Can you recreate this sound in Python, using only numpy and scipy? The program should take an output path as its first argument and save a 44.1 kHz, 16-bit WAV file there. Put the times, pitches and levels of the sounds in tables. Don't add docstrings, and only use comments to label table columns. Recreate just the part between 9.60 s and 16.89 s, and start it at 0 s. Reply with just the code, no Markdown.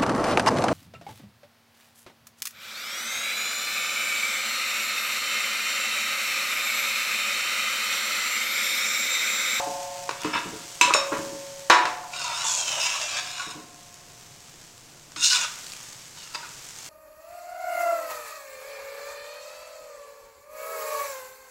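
import sys
import numpy as np
from scipy import signal
from scipy.fft import rfft, irfft, next_fast_len
from scipy.io import wavfile
from scipy.ndimage import uniform_filter1d, map_coordinates

SR = 44100
rng = np.random.default_rng(int(sys.argv[2]) if len(sys.argv) > 2 else 0)


def invert_db(level):
    return 10 ** (np.asarray(level, dtype=float) / 20)


def persist_wave(psi):
    counts = np.round(np.clip(psi, -1, 1) * 32767).astype(np.int16)
    wavfile.write(sys.argv[1], SR, np.atleast_2d(counts).T)


N = 321489

RIM_BLOWS = [
    0,
    1.348,
    2.10,
    3.55,
]
RIM_HZ = [554.3, 585.2, 707.6, 732.6, 869, 883, 896.7, 1058.5]
# [t60/s, start level/dB rms after each of the first three blows]
RIM_MODES = [(3.77, -35, -32.5, -52), (4.2, -54, -59, -70), (4, -36.5, -53, -41), (1.34, -34.5, -51, -29.5),
             (1.22, -34, -59, -30), (0.75, -70, -65, -23), (3.2, -38.5, -45, -50), (2.15, -43.5, -45, -62)]
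RIM_LIFT_DB = [-60.5, -80, -52, -46.5, -68, -81, -66, -48.5]
LIFTED_RING = 1.43
RIM_TOUCH_S, RIM_TOUCH_DB = .493, -5

# [t/s, fizz level/dB]
FIZZ = [(0, -37.5), (.45, -43.5), (1.1, -42), (1.5, -41), (1.899, -43), (2.15, -47.5), (2.4, -47),
        (3.198, -40.5), (4.062, -50.5), (4.6, -50.5), (5.3, -52), (5.6, -51.5), (5.9, -41), (6.25, -44),
        (6.44, -46.5), (6.8, -45.5), (7.29, -42)]
# [f/Hz, level/dB]
FIZZ_COLOUR = [(300, -14), (900, -5.5), (2500, -4.5), (4200, -4), (6400, 0), (8000, -2.5), (9500, -11.5),
               (16000, -18.5)]
# [t/s, peak level/dB, f/Hz]
POPS = [(0.232, -25, 7000), (0.4325, -31, 6840), (0.618, -19, 5650), (0.6345, -17, 2650),
        (1.149, -28, 6800), (1.154, -25, 8200), (1.5714, -30, 5670), (1.582, -24, 6700), (1.961, -27, 6100),
        (1.995, -27, 7100), (2.505, -35, 2750), (4.145, -32, 6140), (4.342, -26.5, 6940),
        (5.179, -34, 7550), (5.5194, -32, 7000), (5.9554, -31, 2830), (5.9884, -28, 6750),
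        (6.067, -23, 4500), (6.1203, -25, 4700), (6.135, -21.5, 2540), (6.23, -26, 6900),
        (6.2862, -34, 7070), (6.329, -29, 4500), (6.4807, -30, 6240), (6.63, -37, 6130),
        (6.8916, -28, 6600), (6.94, -32, 6910), (7.046, -30, 5840), (7.088, -27, 7040),
        (7.1867, -23.5, 6500), (7.2485, -37, 4890)]
POP_SAMPLES = 130

# [f/Hz, level/dB]
BURNER_COLOUR = [(25, -9), (70, -14), (120, -2), (155, -3.5), (200, -11), (400, -12), (1500, -19.5),
                 (16000, -34)]
BURNER_DB = -54

# [t/s, peak level/dB, treble share/dB, ring t60/s, bowl share/dB]
KNOCKS = [(.001, -24, -22, 0.92, -7), (0.492, -12.5, -7, 0.018, 0.5), (0.511, -23, 12.5, 0.036, 8),
          (.646, -18.5, -8.5, 0.23, -4.5), (.734, -30, -17, 0.098, 8), (0.753, -20.5, -23, 0.13, -4),
          (1.212, 0.5, 1, 0.37, -1), (1.307, -16.5, -20, 0.036, 12), (1.338, -6, -1, 0.12, -18),
          (1.348, -15, -20, 0.13, 7.5), (1.52, -16.5, -23, 0.49, -1), (2.099, 0.5, -14.5, 0.37, -1.5),
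          (2.254, -10.5, -8, 0.16, -2.5), (2.429, -34, -30, 0.079, -1), (2.535, -26.5, 8, 0.21, -21.5),
          (3.797, -28, -5, 0.06, -13), (5.52, -35, 1, 0.043, -10), (5.561, -23, -11, 0.13, -19),
          (5.728, -12, -17, 0.08, -32), (5.752, -29, -4, 0.19, -25), (6.748, -20, 3, 0.067, -4),
          (6.754, -27.5, -11, 0.17, 1.5), (5.623, -24, -4, 0.044, -27), (5.6487, -27, -1, 0.043, -36),
          (5.706, -22, 2, .04, -25), (5.845, -22.5, -10, 0.11, -8), (2.5948, -24, 3, .04, -18),
          (2.6165, -21, 1, 0.048, -9), (2.844, -26, -2, 0.039, 2), (3.421, -30, 0.5, .05, -13),
          (1.365, -32, -14, 0.054, 15), (1.241, -28, -4, 0.058, -8), (.776, -28, -15, .06, -1)]
CLANG_ROWS = [
    6,
    8,
    9,
    11,
]
# [f/Hz, t60/s, level/dB in each of the four clangs]
BOWL = [(338.4, 0.29, -11, -22, -30, -1.5), (512, 0.52, -50, -50, -16, -2.5), (607, 0.45, -27, 9, 9, -7),
        (673, 0.52, -30, -30, 3.5, -5), (868, 0.67, -32, -25, -1, -14), (945, 0.4, -32, -26, -8, -18),
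        (978, .69, 5, 0, 1, 6), (1007, 0.94, -13, -24, -7, 1.5), (1080, 0.53, -14, -2, 4, 4),
        (1138, 0.5, -11.5, -14, 2, -8), (1134, 0.4, -13, -15, 1, -8), (1286, 0.39, -24, -14, -1, -9),
        (1402, 0.42, -24, -8, -2, -1), (1455, 0.3, -12, -8, -18, -8)]
# [f/Hz, t60/s, level/dB in each of the four clangs]
BOTTOM = [(1617, .4, -23, -28, -30, -5), (1815, 0.56, -22, -32, -25, -6), (1760, 0.53, -25, -30, -18, -7),
          (1820, 0.53, -35, -30, -21, -13), (2024, 0.51, -46, -24, -25, -5.5),
          (2337, 0.19, -1.5, -4, -25, -17), (2563, 0.3, -7, -1, -25, -2), (2584, 0.092, 7, 16.5, -25, -10),
          (2643, 0.28, -3, -2, -20, -14), (2885, 0.41, -17, -2, -25, 1.5)]
# [f/Hz, t60/s, level/dB in each of the four clangs]
WALL = [(3140, 0.46, -16, -15, -30, -23), (3500, 0.34, -22, -23, -30, -8), (3600, .6, -25, -6, -32, -6),
        (3730, 0.57, -27, -3, -30, -4), (3920, 0.44, -21, -2, -30, 0), (4180, 0.18, -24, -23, -30, 5),
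        (4600, 0.12, -29, -19, -30, 3), (5340, 0.35, -38, -23, -30, 2), (5419, 0.68, -36, -2, -37, -20),
        (8500, 0.61, -20.5, -6, -40, -33), (6130, 0.049, 3, -32, -30, 12), (6750, 0.8, -31, -5, -28, -12),
        (7000, 0.45, -24, 0, -30, -11), (7434, 0.17, -9, -17, -30, -28)]
WANDER_DB = 2.2
CRACK_SAMPLES = 600
CONTACT_S, SOFTER_PER_DB = 0.0013, 0.09
RISE_SHARE = 0.24
FLOOR_DB, FLOOR_DB_PER_DOUBLING, USUAL_RING_S = -1, 1.44, 0.2
WASH_T60_S = .45, .27
# [f/Hz, level/dB]
CLUSTERS = [(1900, -3.5), (2600, 2), (3200, -3.5), (3900, 1), (4700, -7), (5400, -0.5), (6200, -7),
            (7000, -1)]

# [t/s, peak level/dB, t60/s]
THUMPS = [(0.066, -24, 0.4), (0.645, -18, 0.43), (0.748, -22.5, 0.23), (0.853, -21.5, 0.51),
          (.927, -25.5, 0.42), (1.238, -27, 0.86), (1.399, -36, 0.16), (1.519, -15, 0.31),
          (1.589, -20, 0.29), (1.659, -26, 0.34), (1.719, -29.5, 0.54), (2.24, -26, 0.29),
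          (3.619, -42, 0.23), (3.867, -30.5, 0.33), (3.953, -29.5, 0.54), (5.563, -37, 0.45)]
# [f/Hz, level/dB, share of the thump's t60]
STAND = [(117, -36, 1.4), (181.6, -5.5, 0.5), (251, -11, 1.2), (305.5, 6, 0.31), (329.5, -1.5, 0.27),
         (440, -3.5, 0.59)]
JOLT_S = 0.0062

# [t/s, peak level/dB, f/Hz, t60/s]
TINKS = [(0.492, -18, 1250, 0.023), (0.76, -23, 1570, .06), (0.76, -27, 2640, 0.15), (1.3, -20, 1250, 0.12),
         (1.35, -17, 1130, 0.08), (2.44, -29, 978, 0.1), (3.797, -23, 1450, 0.079),
         (3.54, -28, 2400, 0.061), (3.42, -25, 2700, .15), (5.625, -27.5, 1450, .12),
         (3.79, -30.5, 1120, 0.14), (5.5195, -42, 2000, 0.018), (2.535, -29.5, 2370, .08),
         (2.645, -27, 978, 0.26), (2.85, -23, 900, 0.15), (.731, -30, 5200, .07), (1.338, -21, 10600, .035),
         (5.648, -18, 6470, .05), (5.638, -19, 5295, .1), (1.36, -24, 5419, .35), (1.36, -27, 3760, .25),
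         (5.748, -13.5, 3500, .06), (5.727, -20, 4900, .07), (5.62, -23, 2800, 0.089),
         (5.727, -21, 1480, 0.13), (5.81, -25, 6850, .08), (2.135, -12.5, 980, 0.31),
         (1.238, -36, 7434, 0.1), (1.238, -22, 2620, .1), (6.765, -37, 940, .15), (1.275, -22.5, 554, 0.31),
         (1.56, -27, 1000, 0.19), (1.41, -25, 1200, 0.12), (.734, -20, 940, 0.13), (3.53, -31, 1160, 0.087),
         (2.535, -36, 1100, .06), (6.75, -30, 4800, .04), (.775, -28, 1650, .04),
         (5.844, -21.5, 1245, 0.057), (6.828, -33, 1480, 0.1), (6.845, -33, 1430, .07),
         (7.186, -46, 1600, .04)]
TINK_RISE_S = 0.0026

# [t/s, pressure level/dB, lean/dB], a higher lean lies flatter on the bowl
NUDGE = [(.52, -63, -8), (.608, -43, 0), (.616, -40, 1), (.646, -44, 5.5), (.728, -44, 3),
         (.74, -30.5, 3.5), (.79, -37, 3), (.822, -54, 8), (1.05, -51.5, 0.5)]
# [t/s, pressure level/dB, lean/dB]
ROUND_NEAR = [(2.502, -63, 4), (2.538, -41.5, 2), (2.61, -36, -1), (2.654, -32.5, -1.5), (2.698, -36, 3.5),
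              (2.75, -30.5, -1.5), (2.84, -34, 1)]
# [t/s, pressure level/dB, lean/dB]
ROUND_FAR = [(2.841, -29.5, 1), (2.87, -26.5, -4.5), (3.0, -28, -4), (3.156, -29.5, -1), (3.194, -34, 3),
             (3.212, -24, -3.5), (3.405, -36, 0.5), (3.425, -31.5, -1), (3.598, -35, -1)]
# [t/s, pressure level/dB, lean/dB]
ROUND_END = [(3.599, -37, -2.5), (3.756, -40.5, -0.5), (3.816, -35, -1), (3.88, -41.5, -1.5),
             (3.924, -38.5, -3), (3.942, -63.5, 10.5), (4.05, -63, 2.5)]
# [t/s, pressure level/dB, lean/dB]
SWEEP = [(5.558, -71, -10), (5.564, -37.5, -3), (5.58, -37, -7), (5.65, -18, -19), (5.69, -21, -13),
         (5.761, -22, -4), (5.78, -31.5, -0.5), (5.845, -27, -1.5), (5.885, -66, -2)]
# [t/s, pressure level/dB, lean/dB]
TOUCH = [(6.57, -50, 0.5), (6.61, -49, -6.5), (6.733, -55, 0), (6.752, -26, -3.5), (6.77, -59, -3),
         (6.83, -58, 7.5), (6.85, -48.5, 3.5), (7.0, -73, -9)]
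DRAGS = [NUDGE, ROUND_NEAR, ROUND_FAR, ROUND_END, SWEEP, TOUCH]
PLACES_ON_PAN = [
    (0.02, 0.1, 1.6),
    (.95, 1.2, 1.24),
    (1.9, 3.05, 1.35),
    (3.2, 3.85, 1.04),
    (3.95, 3.7, 1.2),
    (.6, 0.54, 3.2),
]
# [f/Hz, width/Hz, level/dB at each of the five places]
BOWL_DRAG = [(608, 115, -32, -6, -3, 1, -31), (976, 30, 8, 2.5, 4.5, -15, 13),
             (1116, 18, -1, -5, -7, -0.5, 3.5), (1292, 50, 0.5, 0, -21, -3.5, -5),
             (1455, 57, 2.5, 5, -2.5, -2.5, 9.5), (1553, 220, -4, -18, -22, -2, -10),
             (2020, 13, -11, -1, -24, -1, -23), (2334, 31, -3, 2.5, -1, 6, 1),
             (2540, 41, -6, -3, -4, 5, -2), (2683, 100, -0.5, 1, 1.5, 2, -7),
             (2767, 84, -5, 5.5, -7, 1, -1), (2930, 86, 1.5, -4, -4, 2.5, -18),
             (3198, 180, -10, -9, -5, -1, -16)]
# [f/Hz, width/Hz, level/dB at each of the five places]
EDGE_DRAG = [(3460, 210, 15, -4, -8, 6.5, -3), (3678, 90, 15, 7.5, -5, 5, 4),
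             (4040, 134, -5, 3.5, -2, -2, 0.5), (4500, 76, 6, 4.5, -16, 5.5, -10),
             (5010, 59, -20, 1.5, -7, 7, -4), (5170, 70, 3, 2, -10, -12, 0),
             (5415, 72, 3, 3, -0.5, -1.5, -4), (5813, 110, -16, -10, -8, -7, -13),
             (6430, 190, -23, -2, 0, -2, -4), (6710, 210, -5, 1.5, -3.5, -6, 0),
             (6810, 155, -16, 9, 5, 0.5, -0.5), (7370, 140, -11, -6, -5, -4, -11),
             (8290, 180, -40, -4, -14, -9.5, -6), (9750, 120, -28, -16, -10, -18, -14)]
# [f/Hz, width/Hz, level/dB]
GRIT = [(880, 640, -10), (2440, 260, -16), (5970, 7800, -18), (10160, 510, -13.5), (12000, 400, -16),
        (13600, 420, -21), (15400, 600, -12)]
# [f/Hz at start, f/Hz at end, level/dB against the edge]
POCKET = [(2280, 2530, -10), (3800, 3900, -15), (3360, 2320, -6), (2300, 2080, -12), (2700, 2916, -6.5),
          (3000, 2500, -2.5)]
POCKET_WIDTH_HZ = 176
FLAT_DB, FLAT_SLOPE = -1.5, 1.84
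NOTCH_GAP_HZ = 400
ROLL_DB = 2.5

# [f/Hz, level/dB]
MIC = [(500, -1.5), (750, -6), (1100, 1), (3300, -1), (5000, 5), (8500, 2), (10500, -9), (16000, -16)]
TOP_HZ, CEILING = 15800, .76


def unit(x):
    return x / np.sqrt(np.mean(x ** 2))


def colour(x, points):
    size = next_fast_len(len(x))
    hz, db = np.transpose(points)
    axis = np.maximum(np.arange(size // 2 + 1) * SR / size, 1)
    gain = invert_db(np.interp(np.log(axis), np.log(hz), db))
    return irfft(rfft(x, size) * gain, size)[:len(x)]


def high_pass(x, hz, order):
    return signal.sosfilt(signal.butter(order, hz, "highpass", fs=SR, output="sos"), x)


def sliding_band(x, hz, width_hz):
    turn = np.exp(2j * np.pi * np.cumsum(hz) / SR)
    smooth = signal.butter(2, width_hz / 2, fs=SR, output="sos")
    return (signal.sosfilt(smooth, x / turn) * turn).real


def octave_bands(t60_low, t60_high):
    for octave in range(6):
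        edges = [250 * 2 ** octave, 500 * 2 ** octave]
        t60 = t60_low * (t60_high / t60_low) ** (octave / 5)
        yield signal.butter(2, edges, "bandpass", fs=SR, output="sos"), t60


def ring(hz, gain, t60, seconds):
    t = np.arange(int(seconds * SR))[:, None] / SR
    return (np.sin(2 * np.pi * hz * t) * np.exp(-np.log(1000) * t / t60)) @ gain


def add(out, s, x):
    i = int(s * SR)
    out[i:i + len(x)] += x[:N - i]


def walk(rate):
    levels = rng.standard_normal(size=2000)
    return unit(map_coordinates(levels, [np.arange(N) / SR * rate], order=1))


def grains(rate, spread_db):
    size_db = spread_db * np.minimum(rng.exponential(size=N), 5)
    size = invert_db(size_db) * np.sign(rng.standard_normal(N))
    return unit(size * (rng.random(N) < rate / SR))


def rim():
    out = np.zeros(N)
    hz = np.array(RIM_HZ)
    t60, *starts = np.transpose(RIM_MODES)
    for s, until, db in zip(RIM_BLOWS, RIM_BLOWS[1:] + [N / SR], starts + [RIM_LIFT_DB]):
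        longer = LIFTED_RING if s == RIM_BLOWS[-1] else 1
        tone = ring(hz, np.sqrt(2) * invert_db(db), t60 * longer, until - s)
        age = np.arange(len(tone)) / SR + (s == 0)
        add(out, s, tone * (1 - np.exp(-age / 0.0052)))
    touch_s = [RIM_TOUCH_S, RIM_TOUCH_S + 0.019, RIM_BLOWS[1] - .03, RIM_BLOWS[1]]
    touched = np.interp(np.arange(N) / SR, touch_s, [0, 1, 1, 0])
    return out * invert_db(RIM_TOUCH_DB * touched)


def frying():
    s, db = np.transpose(FIZZ)
    bubbles = grains(2500, 3.64) * invert_db(1.1 * walk(14)) + 0.98 * rng.standard_normal(N)
    fizz = unit(colour(bubbles, FIZZ_COLOUR)) * invert_db(np.interp(np.arange(N) / SR, s, db) + 0.5)
    pops = np.zeros(N)
    t = np.arange(POP_SAMPLES) / SR
    for s, db, hz in POPS:
        bubble = np.sin(2 * np.pi * hz * t) * np.exp(-t / 0.001)
        spray = 0.59 * rng.standard_normal(POP_SAMPLES) * np.exp(-t / 0.0019)
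        add(pops, s, invert_db(db) * (bubble + spray))
    return fizz + colour(pops, [(300, -5), (2000, -5.0), (9000, -2.5), (16000, -21)])


def burner():
    flutter = invert_db(0.91 * walk(9))
    return unit(colour(rng.standard_normal(N) * flutter, BURNER_COLOUR)) * invert_db(BURNER_DB)


def knocks():
    hz, t60, *clangs = np.transpose(BOWL + BOTTOM + WALL)
    out, crack, floor = np.zeros(N), np.zeros(N), np.zeros(N)
    for k, (s, db, treble_db, long_s, bowl_db) in enumerate(KNOCKS):
        long_s = np.clip(long_s, .02, .8)
        mix, detune = rng.standard_normal((2, len(hz)))
        if k in CLANG_ROWS:
            mode_db = clangs[CLANG_ROWS.index(k)]
            struck_hz = hz
        else:
            mode_db = np.median(clangs, axis=0) + WANDER_DB * mix
            struck_hz = hz * (1 + 0.0019 * detune)
        treble_lift_db = (treble_db + 3.5) * np.clip(np.log2(hz / 1800), 0, 1)
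        gain = invert_db(db - 17.0 + mode_db + treble_lift_db + bowl_db * (hz < 1500))
        add(out, s, ring(struck_hz, gain, t60 * long_s / 0.65, 1.8 * long_s))

        contact_s = CONTACT_S * np.exp(-SOFTER_PER_DB * treble_db)
        age = np.arange(CRACK_SAMPLES) / (contact_s * SR)
        spray = rng.standard_normal(CRACK_SAMPLES) * np.exp(-age) * (1 - np.exp(-age / RISE_SHARE))
        snap = colour(spray, [(250, -6.5 + bowl_db), (1200, 11.0 + bowl_db), (4000, treble_db),
                              (8500, treble_db - 8.5), (16000, treble_db - 22)])
        snap = invert_db(db) * snap / np.abs(snap).max()
        add(crack, s, snap)
        floor_db = FLOOR_DB + FLOOR_DB_PER_DOUBLING * np.log2(long_s / USUAL_RING_S)
        add(floor, s, invert_db(floor_db) * snap)
    return out + invert_db(-1.5) * crack, invert_db(-0.5) * floor


def wash(x, t60_low, t60_high):
    out = np.zeros(N)
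    for sos, t60 in octave_bands(t60_low, t60_high):
        keep = 1e-6 ** (1 / (SR * t60))
        energy = signal.lfilter([1 - keep], [1, -keep], signal.sosfilt(sos, x) ** 2)
        out += np.sqrt(energy) * unit(signal.sosfilt(sos, rng.standard_normal(N)))
    return out


def stand():
    hz, mode_db, share = np.transpose(STAND)
    out, shake = np.zeros(N), np.zeros(N)
    for s, db, t60 in THUMPS:
        t60 = np.clip(t60, .05, .8)
        gain = invert_db(db - 15 + mode_db + 3 * rng.standard_normal(len(hz)))
        tone = ring(hz, gain, t60 * np.minimum(share, 1.2), 1.5 * t60)
        add(out, s, tone * (1 - np.exp(-np.arange(len(tone)) / (JOLT_S * SR))))
        add(shake, s, invert_db(db) * 0.00021 ** (np.arange(int(t60 * SR)) / (t60 * SR)))
    rattle_colour = [(70, -12.5), (130, 1.5), (450, -3.0), (900, -12.0), (2000, -37)]
    rattle = unit(colour(rng.standard_normal(N), rattle_colour))
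    return colour(out, [(60, -16), (110, 1.0), (1000, 8.5)]) + invert_db(-18.0) * shake * rattle


def tinks():
    out = np.zeros(N)
    for s, db, hz, t60 in TINKS:
        tone = ring(np.array([hz]), invert_db([db]), t60, t60)
        add(out, s, tone * (1 - np.exp(-np.arange(len(tone)) / (TINK_RISE_S * SR))))
    return out


def scrape():
    unevenness = invert_db(0.63 * walk(60) + 0.47 * walk(200))
    slips = (grains(3000, 4.85) + rng.standard_normal(N)) * unevenness
    wander = [walk(22) for _ in range(8)]
    glide = np.cumsum(.024 * walk(7))
    rasp = [(hz, width, db, db, db, db, db) for hz, width, db in GRIT]
    modes = BOWL_DRAG + EDGE_DRAG + rasp
    gaps = np.abs(np.diff([row[0] for row in modes], prepend=0))
    signs = np.cumprod(np.where(gaps > NOTCH_GAP_HZ, 1, -1))
    out = np.zeros(N)
    for table, (start, end, damping), (*pocket_hz, pocket_db) in zip(DRAGS, PLACES_ON_PAN, POCKET):
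        s, pressure_db, lean_db = np.transpose(table)
        part = slice(int(s[0] * SR), int(s[-1] * SR))
        t = np.arange(N)[part] / SR
        place = np.interp(t, s[[0, -1]], [start, end])
        groups = [0, 0, 0]
        for k, (hz, width, *db) in enumerate(modes):
            b, a = signal.iirpeak(hz, max(hz / (damping * width), .8), SR)
            group = int(hz > 1200) + int(hz > 3200)
            swing = invert_db(np.interp(place, np.arange(len(db)), db) + ROLL_DB * wander[k % 8][part])
            groups[group] = groups[group] + signs[k] * swing * signal.lfilter(b, a, slips[part])
        pocket_path = np.interp(t, s[[0, -1]], pocket_hz)
        pocket = sliding_band(slips[part], pocket_path, POCKET_WIDTH_HZ)
        bent = np.arange(len(t)) + glide[part] - glide[part].mean()
        shares_db = (FLAT_DB + FLAT_SLOPE * lean_db, lean_db, 0, pocket_db)
        for x, share_db in zip(groups + [pocket], shares_db):
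            gain = uniform_filter1d(invert_db(np.interp(t, s, pressure_db + share_db)), size=300)
            out[part] += unit(map_coordinates(x, [bent], mode="mirror")) * gain
    return invert_db(-2.0) * high_pass(out, 513, order=8)


def garage_echo(near):
    t = np.arange(SR) / SR
    tail = np.zeros(SR)
    for sos, t60 in octave_bands(0.67, 0.42):
        tail += signal.sosfilt(sos, rng.standard_normal(SR)) * np.exp(-np.log(1000) * t / t60)
    tail = tail / np.sqrt(np.sum(tail ** 2))
    return signal.fftconvolve(near, np.pad(tail, (int(.008 * SR), 0)))[:N]


def scene():
    blows, floor = knocks()
    drag = scrape()
    lingering = colour(wash(floor + invert_db(-12.5) * drag, *WASH_T60_S), CLUSTERS)
    lingering = colour(lingering, [(330, 7.5), (480, -5.5), (760, 1.5), (1100, 4.0),
                                   (1800, 2.5), (7000, 2.5), (9000, 0.5), (12000, 3)])
    steel = blows + tinks() + drag + lingering
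    near = colour(high_pass(steel, 305, order=5), MIC) + stand() + frying()
    mono = near + invert_db(-10.0) * garage_echo(near) + rim() + burner()
    side_colour = [(25, -10), (120, -14), (300, -17), (700, -26), (2000, -55)]
    side = invert_db(-79.5) * unit(colour(rng.standard_normal(N), side_colour))
    return mono + side * np.array([[1], [-1]])


def band_limit(x):
    return signal.sosfilt(signal.butter(12, 16510, fs=SR, output="sos"), x)


def record(dry):
    top = signal.ellip(10, .2, 70, TOP_HZ, fs=SR, output="sos")
    rounding = CEILING * np.tanh(dry / CEILING) - dry
    rounded = dry + high_pass(rounding, 110, order=2)
    mix = signal.sosfilt(top, invert_db(-.5) * rounded)
    return band_limit(mix)


dry = scene()
out = record(dry)
persist_wave(out)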